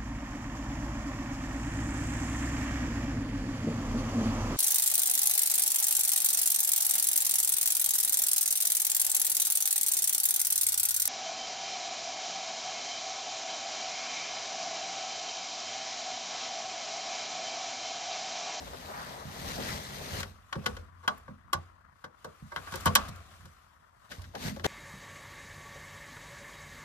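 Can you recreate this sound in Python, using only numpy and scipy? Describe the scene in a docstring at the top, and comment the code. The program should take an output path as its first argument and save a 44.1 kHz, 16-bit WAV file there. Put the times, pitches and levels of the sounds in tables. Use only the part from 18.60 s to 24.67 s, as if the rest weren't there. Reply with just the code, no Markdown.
"""A seat belt is drawn out inside a parked car: friction noise of webbing over guide and sleeve.
Hands fumble the metal tongue against the buckle, noise-burst impacts ringing decaying modes, until
the latch snaps shut. Pushes thump the seat and ring the low cabin modes; a short tail follows the clacks.
A steady hiss lies beneath. A two-port microphone sits close by, its ports differing in level and phase."""
import sys
import numpy as np
from scipy import signal
from scipy.fft import rfft, irfft
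from scipy.io import wavfile
from scipy.ndimage import uniform_filter1d

SR = 44100
rng = np.random.default_rng(int(sys.argv[2]) if len(sys.argv) > 2 else 0)


def waveform_to_disk(signal):
    """Save audio, clipped to [-1, 1], as 16-bit WAV at the path in sys.argv[1]."""
    frames = np.transpose(np.atleast_2d(signal))
    scaled = np.clip(frames, -1, 1) * 32767
    samples = np.round(scaled).astype(np.int16)
    wavfile.write(sys.argv[1], SR, samples)


N = 267510

# The belt drawn out, then let go again, one curve each: (time [s], level of the sliding webbing [dB])
SLIDE = [
    [(0.0, -50.5), (0.52, -48), (0.65, -52), (0.9, -40), (0.97, -42.5), (1.125, -37), (1.21, -45.5),
     (1.45, -44.5), (1.606, -38.5), (1.625, -49), (1.69, -57.5), (1.82, -77.5)],
    [(5.49, -65.5), (5.515, -48), (5.57, -56), (5.73, -67.5), (5.765, -56), (5.835, -40.5), (5.885, -38),
     (5.93, -54.5), (6.035, -62.5), (6.043, -39.5), (6.07, -30)],
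]
# The tongue knocking on buckle and trim: (time [s], rattle length [s], nominal peak [dB],
# crack [dB], crack brightness [dB per octave], hollow knock [dB], favoured ring [Hz], left-right [dB])
CLACKS = [ (1.02, .004, -36, 5.5, -1, 3, 1700, 6), (1.603, 0.0052, -31, 0, 4.5, 4, 1700, 5.5),
          (1.629, 0.0062, -27.5, 9, -0.5, 14, 2100, 5.5), (1.926, 0.0072, -25, 3, -3.5, -23, 1090, 4.5),
          (1.953, 0.00826, -32.5, -5, -4.5, 22, 953, 2), (2.036, 0.0143, -40.5, -4.5, 1, 12, 1070, -4.5),
          (2.059, 0.01036, -17.5, 2.5, 0, 9.5, 1500, 4), (2.166, 0.00714, -35.5, -0.5, 0, 13, 1600, 3),
          (2.428, 0.0288, -43.5, -9.5, -0.5, 10, 1150, 0.5),
          (2.477, 0.00548, -14.5, -3, -1.32, -0.5, 1400, 2), (2.573, 0.0134, -45.5, -6, 13, -13, 1320, 1.5),
          (2.679, 0.00617, -37.5, -6, -16, 12, 1150, 1), (2.929, 0.00828, -15, -3, 3, -4.5, 1200, 1.5),
          (3.44, 0.0099, -33, -3.5, -2.15, 3.5, 1680, 3), (3.644, 0.00706, -32, -7, 2.5, 12.5, 950, 1),
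          (3.917, 0.0117, -34, -8.5, -1, 7.5, 1580, -2.5), (3.961, 0.0036, -22.5, -0.5, -2.5, -6, 1780, 4),
          (3.971, 0.0146, -37, 2, -6, 5.5, 1680, 11.5), (4.07, 0.0105, -34, 1, -8, -2, 1640, 0),
          (4.121, 0.0069, -32.5, -3, 3.5, -3, 1650, -0.5), (4.138, 0.00583, -29.5, -1, -1, 14.5, 1660, 8),
          (4.155, .006, -32, 1, 7.5, -12, 1490, -6), (4.205, 0.0093, -40.5, 6.5, 8, -2.5, 1210, 7.5),
          (4.256, 0.0064, -15, -5.5, 7.5, 8.5, 1000, -1.5), (4.265, 0.01, -20, -3.5, 0, 2, 1044, 13.5),
          (4.274, .008, -24.5, 11.5, -0.5, 0.5, 932, -4), (4.352, .006, -9, 12, 8, -23, 1500, 0),
          (4.356, .005, -8, 2, 1, -26.5, 1160, 0), (4.482, 0.0124, -40, 2.5, 5.5, 11.5, 929, 6),
          (4.558, 0.0059, -46, 0, 6.5, 18, 1560, 1), (4.854, 0.0078, -46, 0.5, 4, 12.5, 1693, 2.5),
          (5.514, 0.0135, -34.5, 28.5, -1.5, -14, 2000, 4.5),
          (5.593, 0.0045, -46, -17, -2, -15.5, 993, -4.5), (5.617, 0.0064, -45, 19.5, 4.5, -5, 1340, 4),
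          (5.639, 0.0111, -44.5, 20, -2, -5, 2000, 4.5), (5.75, 0.0079, -34, 21.5, 0, 11.5, 2000, 4.5),
          (5.961, .007, -41, -1, 0.5, 17, 904, 5.5), (5.996, 0.00284, -35.5, 3, -4, 26.5, 1800, 5.5),
          (6.043, 0.00614, -21.5, 7, -2, -10, 1300, 7.5)]
# Left-right balance of the rubbing sounds: (frequency [Hz], level difference [dB])
PORTS = [(60, -9.5), (130, -1), (290, 2), (640, 2.5), (1410, 2.5), (3100, 5.5), (6820, 5.5), (15000, -5)]


def gain_of(db):
    """Level is logarithmic: 20 dB is a factor of ten in amplitude."""
    return 10 ** (np.asarray(db) / 20)


def evened(x):
    """Normalizes the root-mean-square amplitude to 1."""
    return x / np.sqrt(np.mean(x ** 2) + 1e-20)


def read(points, at):
    """Interpolates a table of frequency and value on a log-frequency axis."""
    f, value = np.transpose(points)
    return np.interp(np.log(at + 1), np.log(f + 1), value)


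def add(mix, s, sound):
    """Superposition: adds a sound to the mix from time s on."""
    part = mix[..., round(s * SR):][..., :sound.shape[-1]]
    part += sound[..., :part.shape[-1]]


def controls(*tables):
    """Envelope: level in dB along curve tables, near silence outside them, lightly smoothed."""
    t, level_db = np.arange(N) / SR, np.full(N, -120.)
    for rows in tables:
        s, db = np.transpose(rows)
        inside = (t >= s[0]) & (t < s[-1])
        level_db[inside] = np.interp(t[inside], s, db)
    return uniform_filter1d(level_db, size=200)


def noise(colour_db, balance, lead_s, patchy_db, flicker_db):
    """Partly coherent two-port noise of rms 1 from random short spectra; the shared part leads on the left."""
    # Coherence of the ports: (frequency [Hz], left-right likeness [0 to 1, clipped])
    likeness = [(60, 1), (150, 0.54), (400, .5), (1500, .45), (6000, 0.1), (14000, 0.073)]
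    edge_hz = 15100
    frames, hz = N // 128 + 5, np.fft.rfftfreq(512, 1 / SR)[:, None]
    a, b, c, d, patches = rng.standard_normal((frames, 257, 5)).T
    # patches of level in time and frequency, and a flicker of the whole band
    patches = uniform_filter1d(uniform_filter1d(patches, size=6, axis=0), size=14, axis=1)
    flicker = evened(uniform_filter1d(rng.standard_normal(frames), size=3))
    unevenness = gain_of(patchy_db * evened(patches) + flicker_db * flicker)
    shape = gain_of(colour_db(hz, np.minimum(np.arange(frames) * 128, N - 1)))
    shape /= np.sqrt((shape ** 2).mean(0))  # the colour has power 1 in every frame
    coherence = np.clip(read(likeness, hz), 0, 1) * np.exp(-2j * np.pi * hz * lead_s)
    left = a + 1j * b
    right = coherence * left + np.sqrt(1 - abs(coherence) ** 2) * (c + 1j * d)
    half_db = read(balance, hz) / 2
    spectra = np.array([left * gain_of(half_db), right / gain_of(half_db)])
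    spectra *= shape * unevenness * (hz < edge_hz)
    return evened(signal.istft(spectra, nperseg=512, noverlap=384)[1][:, :N])


def ring(modes, t, weight_db, phase, stretch=1):
    """Free vibration: a sum of exponentially decaying sinusoids, one for each mode."""
    hz, db, t60 = np.transpose(modes)[:, :, None]
    decay = gain_of(db + weight_db[:, None] - 60 * t / (t60 * stretch))
    return (decay * np.sin(2 * np.pi * hz * t + phase[:, None])).sum(0)


def webbing():
    """Stick-slip friction: woven fibres catch and release in a grainy, flickering hiss."""
    # Spectrum of the sliding weave: (frequency [Hz], relative density [dB per Hz])
    weave = [(760, -9.5), (1300, -4), (1950, -0.5), (2420, -7), (3940, -5.5), (5550, -10), (6220, -10),
             (7120, -15), (8670, -16), (10600, -20.5), (12900, -15.5), (14600, -29.5), (15500, -18)]
    tilt_db, dulling = 1.7055, 0.056  # brightness per octave at -50 dB of sliding; lost for each dB more
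    slide_db = controls(*SLIDE)
    swell_db = np.maximum(slide_db + 50, -25)

    def colour(hz, at):
        return read(weave, hz) + np.log2((hz + 100) / 3000) * (tilt_db - dulling * swell_db[at])

    bunches = evened(uniform_filter1d(rng.standard_normal(N), size=60))
    grain = evened(gain_of(1.5 * bunches))  # fibres catch in bunches
    return gain_of(slide_db) * grain * noise(colour, PORTS, lead_s=.00045, patchy_db=1.55, flicker_db=0.4)


def sleeve():
    """Cloth friction: a band of noise follows the sliding belt, and brushes on the seat shift its centre."""
    # Sleeve brushing and bumping the seat: (middle [s], peak level [dB], centre [Hz],
    # time from the middle to fall 12 dB [s, sign has no effect])
    brush_rows = [(0.032, -46.5, 500, -0.008), (0.076, -46.5, 600, -0.0116), (0.143, -43.5, 600, -0.0131),
                  (0.25, -52.5, 716, -0.0029), (0.302, -46.5, 515, 0.0247), (0.375, -45, 1150, .06),
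                  (0.5, -53, 914, 0.3), (1.005, -38.5, 455, 0.025), (5.759, -42, 615, -0.0162),
                  (5.877, -56, 480, -0.0139), (5.974, -44, 390, 0.0066), (6.056, -29, 438, 0.01)]
    below_belt_db, drag_hz, follow = -2, 589, 0.7  # follow: share of the belt's swell above -50 dB
    t, slide_db = np.arange(N) / SR, controls(*SLIDE)
    drag = gain_of(slide_db + below_belt_db - (1 - follow) * (slide_db + 50).clip(0))
    brushes = [gain_of(db - 12 * ((t - s) / half) ** 2) for s, db, _, half in brush_rows]
    level = drag + sum(brushes)
    # the centre is the level-weighted mean of drag and brushes
    centre = (drag * drag_hz + sum(b * row[2] for b, row in zip(brushes, brush_rows))) / level

    def colour(hz, at):
        return -8.0 * np.log2((hz + 20) / (centre[at] + 20)) ** 2

    return level * noise(colour, PORTS, lead_s=.0004, patchy_db=1.5, flicker_db=1.2)


def seat():
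    """Modal excitation: random pushes and single thumps ring the low modes, nearly alike at both ports."""
    # Body weight moving in the seat: (time [s], level [dB])
    sway_curve = [(0.0, -51), (0.42, -60), (0.7, -59.5), (0.9, -48.5), (1.3, -56), (1.62, -48),
                  (1.9, -64.5), (2.15, -42), (2.3, -57.5), (2.97, -57.5), (3.45, -72), (4.11, -54.5),
                  (4.33, -39.5), (4.6, -51), (4.85, -65.5), (5.55, -71), (5.69, -50), (5.77, -58),
                  (6.07, -44)]
    # Cabin modes: (frequency [Hz], level [dB], 60 dB decay time before damping [s])
    modes = [(49.3, -15.5, .5), (71.2, 0.5, 0.25), (87.64, 0.5, 0.42), (126.7, 0, 0.19), (149.15, 2, 0.22),
             (174.64, 1.5, 0.18), (207.7, -0.5, 0.32), (247.7, -4.5, 0.37), (290, -18, 0.054)]
    # Pushes on seat and strap: (time [s], peak before the port balance [dB], centre [Hz])
    thumps = [(0.653, -33.5, 140.6), (0.988, -35.5, 270), (1.52, -33, 88), (1.575, -35, 86),
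              (1.66, -41, 88), (1.963, -28.5, 145.2), (2.065, -32, 187), (2.477, -39, 271),
              (2.691, -39, 181), (2.948, -32.5, 104.8), (3.442, -49, 147), (3.65, -44.5, 138.5),
              (3.824, -37, 133.5), (3.97, -41, 114.4), (4.127, -36.5, 119.6), (4.263, -20.5, 131.9),
              (4.292, -30.5, 125), (4.36, -34, 223), (4.487, -36, 127), (4.797, -46, 85), (4.846, -44, 110),
              (5.506, -51, 140.5), (5.582, -35.5, 75), (5.645, -43.5, 85), (5.758, -41.5, 218),
              (5.85, -31.5, 140), (5.899, -32, 182.3), (6.046, -44, 290)]
    upper_db, tug_db = -11.5, -4.5  # upper modes: under the sway, under the sliding belt
    damped = 0.626  # a pressing body shortens the cabin's ring
    t, hz = np.arange(SR // 2) / SR, np.transpose(modes)[0]
    sway = gain_of(controls(sway_curve))
    upper = gain_of(upper_db) * sway + gain_of(tug_db + controls(*SLIDE))
    push, other = rng.standard_normal((2, N))
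    pushes = np.array([push - .25 * other, push + 0.41 * other])
    out = np.zeros((2, N))
    for gain, group in ((sway, modes[:3]), (upper, modes[3:])):
        still = np.zeros(len(group))
        body = ring(group, t, still, still, stretch=0.67)
        out += gain * evened(signal.oaconvolve(pushes, body[None], axes=1)[:, :N])
    phases = rng.uniform(0.09, 1.0, (len(thumps), len(hz)))
    for (s, db, centre_hz), phase in zip(thumps, phases):
        weight_db = -14.0 * np.log2(hz / centre_hz) ** 2  # a push favours the modes near its own pitch
        # the phase between the ports grows with frequency
        thump = np.array([ring(modes, t, weight_db, phase + turn * hz / 250, damped) for turn in (.6, -.6)])
        thump *= 1 - np.exp(-t / 0.0078)  # soft onset
        add(out, s, gain_of(db) * thump / abs(thump).max() * gain_of([[-1.1], [1.1]]))
    return out


def hiss():
    """Stationary coloured noise with a fluctuating level: bands near 100 Hz and 1 kHz, the latter on the left."""
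    # Spectrum of the steady hiss: (frequency [Hz], relative density [dB per Hz])
    spectrum = [(15, -34.5), (25, -11), (75, -3), (113, -5.5), (144, -4), (313, -29.5), (703, -10.5),
                (762, -8), (871, -24), (970, -3), (1200, -6), (2010, -18), (2420, -29.5), (12800, -44),
                (15500, -42.5)]
    # Its left-right balance: (frequency [Hz], level difference [dB])
    side = [(60, -5.5), (150, -6.5), (380, -12), (950, 9.5), (2380, 15), (5980, -2.5), (15000, -8)]
    level_db = -62
    steady = noise(lambda hz, at: read(spectrum, hz), side, lead_s=0.00063, patchy_db=-2.0, flicker_db=3.05)
    return gain_of(level_db) * steady


def buckle():
    """Impact excitation: each clack is a rattle of tiny blows, a broad crack plus ringing housing and tongue."""
    # Modes, the first six the housing: (frequency [Hz], level [dB],
    # 60 dB decay time [s], before the housing is shortened and detuning rescales time)
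    modes = [(340, -10, .05), (420, -8, .04), (490, -5, .05), (545, -3, .05), (640, -7, .035),
             (770, -8, .035), (955, -3, .045), (1080, -3, .035), (1155, 0, .045), (1300, -7, .035),
             (1478, -5, .055), (1592, -4, .045), (1690, -6, .035), (2075, -8, .03), (3150, -6, .02),
             (3270, -5, .04), (3680, -13, .03), (4085, -11, .03), (4920, -16, .03), (11900, -12, .012)]
    # Spectrum of the crack: (frequency [Hz], relative density [dB per Hz])
    crack_shape = [(880, -30), (1500, 2.5), (2740, -8), (3170, -4.5), (5350, -10), (5780, -10.5),
                   (7110, -16), (12100, -23), (15000, -26.5), (15800, -39)]
    # How far the left port leads: (frequency [Hz], phase [rad])
    facing = [(0, 1.5), (520, -0.0268), (1380, 8), (3700, 8), (4740, 16.5), (5170, 18.5), (5430, 21.5),
              (6120, 27.5), (6980, 30.5), (7580, 25.5), (9300, 30.5), (9990, 28), (10600, 34), (16000, 28)]
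    rise, crest_db = 0.51, 5.5  # onset time as a share of rattle length; allowance of peak over short-time level
    # random spread from clack to clack: level of the high modes [dB], relative pitch of high modes and housing
    spread_db, metal_detune, knock_detune = 3, .01, .08
    tongue_db, hardness = -3.5, 0.58  # the tongue's high modes at a -15 dB blow; dB gained for each dB harder
    t, hz = np.arange(8192) / SR, np.transpose(modes)[0]
    bins, out = np.fft.rfftfreq(8192, 1 / SR), np.zeros((2, N))
    high = hz > 2500
    lag = np.array([bins ** 0, np.exp(-1j * read(facing, bins))])
    small = bins ** 2 / (bins ** 2 + 600 ** 2)  # small parts radiate little bass
    draws = rng.standard_normal((len(CLACKS), 4, 8192))
    for row, draw in zip(CLACKS, draws):
        s, length, db, crack_db, bright_db, hollow_db, ring_hz, pan_db = row
        u = t / max(length, .002)
        rattle = draw[:2] * gain_of(2.6 * draw[2]) * (1 - np.exp(-u / rise)) * np.exp(-1.6 * u ** 2)
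        rattle[1] = .85 * rattle[0] + .45 * rattle[1]  # the ports hear mostly the same impacts

        weight_db = hollow_db * (hz < 850) + (crack_db + tongue_db + hardness * (db + 15)) * high
        weight_db += np.where(high, spread_db, 2) * draw[3, :len(hz)].clip(-2, 1)
        # the spot that is struck picks its modes
        weight_db -= 7.0 * np.minimum(abs(np.log2(hz / ring_hz)), .6) * (hz < 2500)

        phases = 3.3 * draw[3, -len(hz):]  # each housing mode starts in its own phase
        knock_t = t * (1 + knock_detune * draw[3, 200:206, None].clip(-1.5, 1.5))
        hollow = ring(modes[:6], knock_t, weight_db[:6], phases[:6], stretch=.7)
        hollow *= 1 - np.exp(-t / .007)  # the housing answers late
        metal_t = t * (1 + metal_detune * draw[3, 100].clip(-1, 1) * high[6:, None])
        metal = ring(modes[6:], metal_t, weight_db[6:], 0 * hz[6:])
        body = rfft(hollow) + rfft(metal) * small
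        body /= np.sqrt(np.mean(abs(body) ** 2))
        crack = evened(gain_of(read(crack_shape, bins) + bright_db * np.log2(bins / 4000 + 0.046)))

        blows = rfft(rattle)
        # the rattle's spectrum is evened out, so the modes and crack set the colour
        blows /= np.sqrt(uniform_filter1d(abs(blows) ** 2, size=50))
        clack = irfft(blows * lag * (body + gain_of(crack_db) * crack))[:, :7000]
        loudest = np.sqrt(uniform_filter1d((clack ** 2).mean(0), size=130).max())
        add(out, s, gain_of(db - crest_db + pan_db * np.array([[.5], [-.5]])) * clack / loudest)
    return out


def cabin(x):
    """Reverberation: sparse reflections off glass and upholstery, the low end dying last."""
    taps = np.zeros((2, 16000))
    at = np.arange(150, 15900, 20) + rng.integers(0, 20, (2, 788))
    np.put_along_axis(taps, at, rng.choice([-1., 1.], at.shape), 1)
    hz, t, z = signal.stft(taps, SR, nperseg=256)
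    # (frequency [Hz], 60 dB decay time [s])
    t60 = read([(300, 0.31), (1000, 0.14), (2500, 0.047), (6000, 0.084), (12000, 0.026)], hz)[:, None]
    tail = signal.istft(z * gain_of(-60 * t / np.maximum(t60, .02)), SR, nperseg=256)[1]
    return signal.fftconvolve(x, tail / np.linalg.norm(tail[0]), axes=1)[:, :N]


def hands():
    """Friction of skin and cloth: fumbling noise, and a duller strap rustle decaying after each clack."""
    # Fingers and cloth shifting round the buckle: (time [s], level [dB])
    fumble_curve = [(1.7, -73), (2.1, -55.5), (2.33, -78.5), (2.44, -64.5), (2.6, -71.5), (2.8, -77),
                    (3.25, -81.5), (3.42, -67), (3.5, -83.5), (3.6, -66), (3.9, -61.5), (4.13, -47),
                    (4.3, -49.5), (4.5, -64), (4.75, -58.5), (4.92, -63.5), (5.35, -73), (5.46, -63),
                    (5.5, -68)]
    # Spectrum of the rubbing: (frequency [Hz], relative density [dB per Hz])
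    skin = [(180, -45), (300, -9), (492, -8.5), (756, 0), (892, -21), (1110, 4), (1750, -3), (1970, -5),
            (10100, -15.5), (12700, -17), (15500, -23.5)]
    settle_db, settle_db_per_s, settle_tilt_db = -36.5, 94, -3  # re clack level; decay; tilt per octave
    t = np.arange(N) / SR
    fumble = gain_of(controls(fumble_curve))
    settle = np.zeros(N)
    for s, _, db, *_ in CLACKS:
        settle += gain_of(db + settle_db - settle_db_per_s * (t - s).clip(0)) * (t > s)
    tilt_db = settle_tilt_db * settle / (fumble + settle)  # fumbling alone has no tilt

    def colour(hz, at):
        return read(skin, hz) + np.log2((hz + 100) / 3000) * tilt_db[at]

    return (fumble + settle) * noise(colour, PORTS, lead_s=.0001, patchy_db=1.5, flicker_db=1.0)


def scene():
    """Superposition of all sources, with the cabin's tail on the clacks."""
    clacks = buckle()
    tail = gain_of(-9.0) * cabin(clacks)
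    return webbing() + sleeve() + seat() + hiss() + clacks + tail + hands()


def record(dry):
    """Band limiting: the microphone loses the deepest bass, then a steep filter ends the treble."""
    edge_hz = 16300
    thin = signal.sosfilt(signal.butter(N=4, Wn=45.0, btype="high", fs=SR, output="sos"), dry)
    lowpass = signal.firwin(511, edge_hz, window=("kaiser", 9), fs=SR)
    return signal.oaconvolve(thin, lowpass[None], "same")


dry = scene()
out = record(dry)
waveform_to_disk(out)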